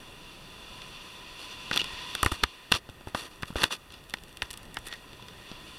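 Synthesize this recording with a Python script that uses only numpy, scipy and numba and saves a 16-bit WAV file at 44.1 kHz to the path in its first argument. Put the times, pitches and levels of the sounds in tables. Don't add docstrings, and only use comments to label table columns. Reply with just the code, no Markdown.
import sys
import numpy as np
from scipy import signal
from scipy.fft import rfft, irfft, next_fast_len
from scipy.io import wavfile
from scipy.ndimage import uniform_filter1d
from numba import njit

SR = 44100
rng = np.random.default_rng(int(sys.argv[2]) if len(sys.argv) > 2 else 0)


def to_wav(sig):
    pcm = np.clip(np.atleast_2d(sig), -1, 1) * 32767
    pcm = np.round(pcm).astype(np.int16)
    wavfile.write(sys.argv[1], SR, pcm.T)


N = 254898

# (time [s], fizz level [dB])
WASH = [(0.0, -52.5), (0.56, -51.5), (0.8, -48), (1.32, -49), (1.9, -42), (2.17, -40.5), (2.43, -45),
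        (2.62, -53.5), (2.83, -58), (3.93, -59.5), (5.22, -55), (5.78, -49.5)]
# (time [s], peak level [dB])
DROPS = [(1.905, -39), (5.0426, -46), (5.1955, -43), (5.449, -58)]
# (centre [Hz], width [Hz], level [dB])
HOUSING = [(315, 206, -4.5), (1019, 63, -1), (1203, 85, -2.5), (1869, 106, 0.5), (2456, 188, -7),
           (2780, 195, -2), (3478, 133, -1), (4474, 416, -9.5), (5860, 197, -13.5), (6390, 240, -22.5),
           (6990, 280, -20), (8130, 770, -21), (9380, 210, -14.5), (10170, 890, -21), (12500, 2800, -34)]
# (low edge [Hz], high edge [Hz])
BANDS_HZ = [(140, 850), (850, 1450), (1450, 2250), (2250, 6500), (6500, 16000)]
# (time [s], click peak [dB], thud minus click [dB], thud pitch [Hz], body minus click [dB],
#               spot [0 knock, 1 clop, 2 clack], tick minus click [dB])
TAPS = [(0.818, -32, -24, 62, -22, 2.1, -27), (1.712, -21.5, -5, 171, 6.5, 2.03, -10.5),
        (1.7311, -17, -21, 73, -17, 1.2, -29), (1.74, -20, -26, 118, -12, 1.4, -12),
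        (1.7607, -17.5, -18, 199, -7.5, .3, -4), (1.7682, -19.5, -20, 199, 1, 1.6, -13),
        (1.7746, -8.5, -44, 61, -21, 0.93, -12), (1.792, -26, -37, 199, -21, 1.1, -28),
        (1.797, -22, -40, 62, -23, 1.6, -24), (1.8059, -18, -41, 199, -14, 0.54, -25),
        (1.8155, -17.5, -37, 172, -11.5, 0.29, -15), (1.8424, -22.5, -22, 70, -11, .9, -7),
        (1.934, -36, 1.5, 68, -17, 0.72, -12), (2.1506, -17.5, -20, 81, -2, 2.16, -4.5),
        (2.2298, -14.5, -4.5, 76, 5.5, 1.4, 0.5), (2.2474, -23.5, -3, 62.6, 0, 0.21, 2),
        (2.2609, -15.5, 3.5, 89.5, 8, 1.6, -4), (2.3168, -26.5, -1, 183, 7.5, .9, -5),
        (2.3199, -23, 5.5, 75.6, 4, 0.25, -2), (2.4302, -34.5, 10, 199, 2, 0.47, -9),
        (2.4344, -15, -15, 199, 2, 1.6, -11.5), (2.4367, -7, -10, 63, 1.5, 1.81, -9.5),
        (2.7172, -16.5, -1, 176, 4, 1.3, -6), (2.7214, -3.5, -23, 193, -4, 2, -10.5),
        (2.7403, -12.5, -7, 97, -4, 2.1, -29), (2.7506, -15.5, -29, 62, -2, 1.6, -9),
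        (2.8897, -38.5, 3, 130, 6, 0.11, -13), (2.897, -36.5, 3.5, 86, -14, .2, -6),
        (3.0092, -43.5, -6, 73, 5.5, 0.22, -22), (3.0716, -41.5, 14, 98, 15.5, 0.28, -4),
        (3.1472, -22, -5, 104, 6.5, 0.51, -13), (3.2625, -37, -13.5, 135, -8, 1.4, -18),
        (3.4232, -31, -8, 63.6, -1, 1.6, -4), (3.4312, -24.5, 1, 139, 4.5, 2, -14),
        (3.456, -39, -12, 151.4, -9, 1.4, -7), (3.5038, -40, 14, 200, 4, 0.62, -18),
        (3.5261, -46, 13, 136, 5, .6, -15), (3.5566, -29, 6.5, 63, 11, 0.092, -14),
        (3.6189, -19, -8.5, 199, .2, 2.35, -13), (3.6336, -14.5, -15, 159, 4.3, 1.73, -3),
        (3.6392, -5, -18.5, 92, -2.5, 2.23, -11), (3.7063, -31.5, -27, 62, 6.5, 1.3, -15),
        (3.9038, -38, -15, 62, -15, 1.3, -17), (3.922, -39, -20, 83, -22, 1.7, -3),
        (3.94, -38, -9, 129, -8, 1.6, -6), (4.0392, -44.5, -22, 97, -17, .9, -3),
        (4.0969, -35.5, -25, 118, -22, 1.1, 0), (4.1061, -37, -16, 62, -11, 1.6, -4),
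        (4.138, -20, -10, 334, 1.5, 2.08, -8.5), (4.1706, -38, -16, 62, -8, .1, -23),
        (4.185, -38.5, -13, 62.9, -9, .1, -14), (4.2363, -38, -19, 140, -14, .1, -0.5),
        (4.3274, -45, -15, 97.3, -13, 0.61, .2), (4.3709, -30.5, -18, 62, -23, 1.8, -3.5),
        (4.42, -16.5, -22, 97, -1, 2.17, -16), (4.4273, -33.5, 2, 62, -6, 1.2, 2),
        (4.5048, -28.5, -15, 62, -17, 1.1, -3), (4.5102, -29, -29, 124, -21, 1.6, 2.5),
        (4.5306, -36, -22, 186, -15, 1.4, 4), (4.5387, -30, -29, 100, -14, 1.3, -4),
        (4.574, -33, -24, 78, -15, 1.7, 1.5), (4.6309, -41, -19, 81, -13, 1.7, -0.5),
        (4.7433, -35, -9, 62, -10, 2.1, 4), (4.7692, -21, -17, 89, 1, 1.78, -13),
        (4.7874, -40, 1, 62, -14, 0.68, 4.5), (4.8674, -37, -23, 199, -4.5, 1.15, 1),
        (4.8764, -37, -26, 129, -10, 2, -2), (4.884, -34, -30, 113, -12, 1.5, 0),
        (4.892, -38, -28, 196, -3, 1.6, -18), (4.9257, -24.5, -33, 62, -4, 1.8, -19),
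        (4.9372, -32, -22, 102, -13, 2.1, -7), (5.131, -36.5, -14, 156, -4, .3, -8),
        (5.224, -37, -1, 133, -7, 0.096, -15), (5.2837, -32.5, -24, 62, -4, 2.4, -10),
        (5.489, -43, -19, 94, -11, .1, -25), (5.515, -30, -1.5, 197, -6.5, .1, -27)]
# (start [s], turning point of the level [s], stop [s], click band level [dB],
#                           lower bands minus click [dB], tick minus click [dB])
SLIDES = [(1.35, 1.42, 1.51, -45.5, -8, -10), (1.477, 1.53, 1.53, -42, -13, -13),
          (1.726, 1.728, 1.83, -37, -6, -15), (1.787, 1.798, 1.795, -33, -9, -17),
          (2.262, 2.263, 2.31, -37, -1.5, -7), (2.315, 2.303, 2.4, -38, -2, -5.5),
          (2.707, 2.751, 2.796, -28.5, -6, -11), (3.072, 3.078, 3.12, -52.5, 0, -5),
          (3.142, 3.154, 3.18, -40, 0, -6), (3.146, 3.197, 3.29, -40, -4.5, -7.5),
          (3.24, 3.274, 3.29, -50.5, -2, -9), (3.286, 3.33, 3.39, -56, -2.5, -11),
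          (3.463, 3.474, 3.55, -51.5, -5, -5.5), (3.553, 3.566, 3.67, -37.5, -2.2, -10.5),
          (3.585, 3.615, 3.635, -40, -3, -9), (3.618, 3.639, 3.7, -35, -3, -9.5),
          (3.698, 3.721, 3.775, -32, -7, -9.5), (3.9, 3.928, 4.04, -53, -7, -18),
          (4.427, 4.43, 4.53, -52.5, -4, -14), (4.49, 4.512, 4.8, -62, 0, -9),
          (4.837, 4.876, 4.88, -44, -7, -2.5), (5.465, 5.51, 5.56, -52, -6, -30),
          (4.902, 4.916, 5.03, -49, -9, -13)]
# (start [s], turning point of the level [s], stop [s], level [dB], pitch [Hz])
NARROW_RINGS = [(0.81, 0.822, 0.83, -43, 3430), (1.722, 1.735, 1.72, -29, 3200),
                (1.781, 1.801, 1.828, -27.5, 2850), (3.287, 3.317, 3.27, -52, 3460),
                (4.736, 4.764, 4.8, -46, 1870), (4.844, 4.878, 5, -46.5, 1890),
                (4.9, 4.938, 4.965, -44, 1870)]
# (time [s], level [dB])
BREEZE = [(0.0, -49), (0.22, -53), (1.51, -55), (1.85, -50), (2.3, -57), (4.64, -53), (5.78, -53.5)]
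# (frequency [Hz], density [dB per Hz])
BREEZE_COLOUR = [(12, -16), (20, 6.5), (60, -1), (183, -2.5), (248, -8.5), (585, -10.5), (634, -12.5),
                 (900, -16), (1170, -56), (1980, -120)]

CALM_DB = -58
SPLASH_DB, SPLASH_PER_DB = -1.15, -0.5169
SPRAY_DB, SPRAY_PER_DB = -8, -0.44
POCKET_DB, POCKET_PER_DB = -7.5, -0.1252
POCKET_HZ, POCKET_WIDTH_HZ = 1005, 45
DROP_RISE_S = 0.0026

SNAP = 6
GRIP = 1.95
SPOT_DB_PER_BAND, SPOT_MAX_DB = 8.5, 12.5
RISE_MS, CONTACT_MS = 0.35, 1.53
SCUFF_DB, SCUFF_MS = -19.5, 9.2
FIDGET_COUNT, FIDGET_START_S, FIDGET_END_S = 10, 3.3, 5.0
FIDGET_MIN_DB, FIDGET_RANGE_DB, FIDGET_TICK_DB = -49, 7.0, -1.5
STROKE_END_DB, STROKE_BEND = -27, 2.05
RING_WIDTH = 0.043

HISS_DB = -81
HUMP_DB, HUMP_HZ, HUMP_WIDTH_HZ = -71, 13300, 1500
GAIN_KNEE_DB, GAIN_SLOPE, ATTACK_S, RELEASE_S = -23, 0.61, 0.0076, 0.25
TOP_HZ = 15900


def waves():
    fizz_db = np.interp(np.arange(N) / SR, *np.transpose(WASH))
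    swell_db = fizz_db - CALM_DB
    splash_db = SPLASH_DB + SPLASH_PER_DB * swell_db
    spray_db = SPRAY_DB + SPRAY_PER_DB * swell_db
    pocket_db = fizz_db + POCKET_DB + POCKET_PER_DB * swell_db

    bubbles = grains(rate_hz=2500, spread_db=2.0, cycles=0.75, lo_hz=1870, hi_hz=8700)
    foam = rng.standard_normal(N) + 0.18 * bubbles
    tilt_db = [splash_db - 3.0, splash_db - 1.5, splash_db - 0.5, 0, spray_db]
    lap = walk(6.4)
    hiss = np.zeros(N)
    for band_db, band in zip(tilt_db, unit(housed(foam, 1.11))):
        hiss += undb(fizz_db + band_db + 0.15 * lap + 0.57 * walk(27)) * band

    flares = np.zeros(N)
    for hz, width_hz, db in HOUSING[3:9]:
        flares += undb(db + 2.9 * walk(6)) * narrow(hz, width_hz)
    pocket = undb(pocket_db + 0.5 * walk(11)) * narrow(POCKET_HZ, POCKET_WIDTH_HZ)
    return hiss + undb(fizz_db - 13.0) * flares + pocket


def grains(rate_hz, spread_db, cycles, lo_hz, hi_hz):
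    out = np.zeros(N)
    t = np.arange(256) / SR
    for hz in np.geomspace(lo_hz, hi_hz, num=6):
        bursts = rng.random(N) < rate_hz / SR / 6
        pops = bursts * undb(spread_db * rng.exponential(size=N))
        ring = np.sqrt(hz) * np.sin(2 * np.pi * hz * t) * np.exp(-t * hz / cycles)
        out += signal.fftconvolve(pops, ring)[:N]
    return unit(out)


def drops():
    out, t = np.zeros(N + 4096), np.arange(4096) / SR
    envelope = t / DROP_RISE_S * np.exp(1 - t / DROP_RISE_S)
    for s, db in DROPS:
        out[int(s * SR):][:4096] += undb(db) * envelope * np.sin(2 * np.pi * POCKET_HZ * t)
    return out[:N]


def taps():
    out, t = np.zeros(N + 4096), np.arange(4096) / SR
    push = np.exp(-t * 1000 / CONTACT_MS) + undb(SCUFF_DB) * np.exp(-t * 1000 / SCUFF_MS)
    push[1:] *= 1 - np.exp(-t[1:] * 1000 / RISE_MS)
    for s, click_db, thud_db, thud_hz, body_db, spot, tick_db in [*TAPS, *fidgets()]:
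        grit = rng.standard_normal(4096)
        grit[0] = SNAP
        rung = housed(grit * push, GRIP)
        rung /= np.abs(signal.hilbert(rung)).max(axis=1, keepdims=True)
        spot_loss_db = np.minimum(SPOT_DB_PER_BAND * np.abs(np.arange(3) - spot), SPOT_MAX_DB)
        knock = undb([*(body_db - spot_loss_db), 0, tick_db]) @ rung
        thump = np.sin(2 * np.pi * thud_hz * t) * np.exp(-t * thud_hz / 0.58)
        out[int(s * SR):][:4096] += undb(click_db) * (knock - undb(thud_db) * thump)
    return out[:N]


def fidgets():
    rows = []
    for when, level, spot in rng.random((FIDGET_COUNT, 3)):
        s = FIDGET_START_S + (FIDGET_END_S - FIDGET_START_S) * when
        click_db = FIDGET_MIN_DB + FIDGET_RANGE_DB * level
        rows.append((s, click_db, -15, 80, -11, 2 * spot, FIDGET_TICK_DB))
    return rows


def slides():
    slips = rng.standard_normal(N) * undb(2.5 * walk(400) + 0.8 * walk(70))
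    slips = signal.lfilter([1, -0.7], 1, slips)
    bands, out = unit(housed(slips, 1.12)), np.zeros(N)
    for start_s, turn_s, stop_s, db, low_db, tick_db in SLIDES:
        at, shape_db = stroke(start_s, turn_s, stop_s)
        mix = undb([low_db - 2.5, low_db + 0.3, low_db, 0, tick_db])
        out[at] += undb(db + shape_db) * (mix @ bands[:, at])
    return out


def narrow_rings():
    out = np.zeros(N)
    for start_s, turn_s, stop_s, db, hz in NARROW_RINGS:
        at, shape_db = stroke(start_s, turn_s, stop_s)
        out[at] += undb(db + shape_db) * narrow(hz, hz * RING_WIDTH)[at]
    return out


def stroke(start_s, turn_s, stop_s):
    at = np.arange(int(start_s * SR), int(stop_s * SR))
    distance = np.interp(at / SR, [start_s, turn_s, stop_s], [1, 0, 1])
    return at, STROKE_END_DB * distance ** STROKE_BEND


def breeze():
    s, db = np.transpose(BREEZE)
    hz, colour_db = np.transpose(BREEZE_COLOUR)
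    size = next_fast_len(N, real=True)
    bins_hz = np.fft.rfftfreq(size, 1 / SR) + 1
    colour = undb(np.interp(np.log(bins_hz), np.log(hz), colour_db))
    air = irfft(rfft(rng.standard_normal(size)) * colour, size)[:N]
    return unit(air) * undb(np.interp(np.arange(N) / SR, s, db) + 1.3 * walk(14))


def housed(x, damping):
    size = next_fast_len(len(x), real=True)
    hz = np.fft.rfftfreq(size, 1 / SR) + 1e-9
    ring = 0
    for k, (centre_hz, width_hz, db) in enumerate(HOUSING):
        detune = (hz ** 2 - centre_hz ** 2) / (hz * width_hz * damping)
        ring = ring + (-1) ** k * undb(db) / (1 + 1j * detune)
    splits = []
    for band_hz in BANDS_HZ:
        b, a = signal.butter(3, band_hz, "band", analog=True)
        splits.append(signal.freqs(b, a, hz)[1])
    return irfft(rfft(x, size) * ring * np.array(splits), size)[:, :len(x)]


def narrow(centre_hz, width_hz):
    edges_hz = [centre_hz - width_hz / 2, centre_hz + width_hz / 2]
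    ring = signal.butter(1, edges_hz, "band", fs=SR, output="sos")
    return unit(signal.sosfilt(ring, rng.standard_normal(N)))


def walk(rate_hz):
    k = int(SR / rate_hz)
    steps = np.repeat(rng.standard_normal(N // k + 1), k)
    return 1.46 * uniform_filter1d(uniform_filter1d(steps, k), k)[:N]


def undb(db):
    return 10 ** (np.asarray(db) / 20)


def unit(x):
    return x / np.sqrt(np.mean(x ** 2, axis=-1, keepdims=True))


@njit
def follow(x, attack, release):
    level, out = 0., np.empty(len(x))
    for i in range(len(x)):
        size = abs(x[i])
        level += (size - level) * (attack if size > level else release)
        out[i] = level
    return out


def scene():
    return (waves() + drops() + taps() + slides() + narrow_rings() + breeze())[None]


def record(dry):
    loud = follow(dry[0], 1 / (ATTACK_S * SR), 1 / (RELEASE_S * SR))
    gain = np.minimum(1, (undb(GAIN_KNEE_DB) / (loud + 1e-9)) ** GAIN_SLOPE)
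    hiss = undb(HISS_DB) * rng.standard_normal(N)
    hump = undb(HUMP_DB) * narrow(HUMP_HZ, HUMP_WIDTH_HZ)
    wet = gain * (dry + hiss + hump)
    return signal.sosfilt(signal.ellip(10, 0.2, 80, TOP_HZ, fs=SR, output="sos"), wet)


dry = scene()
out = record(dry)
to_wav(out)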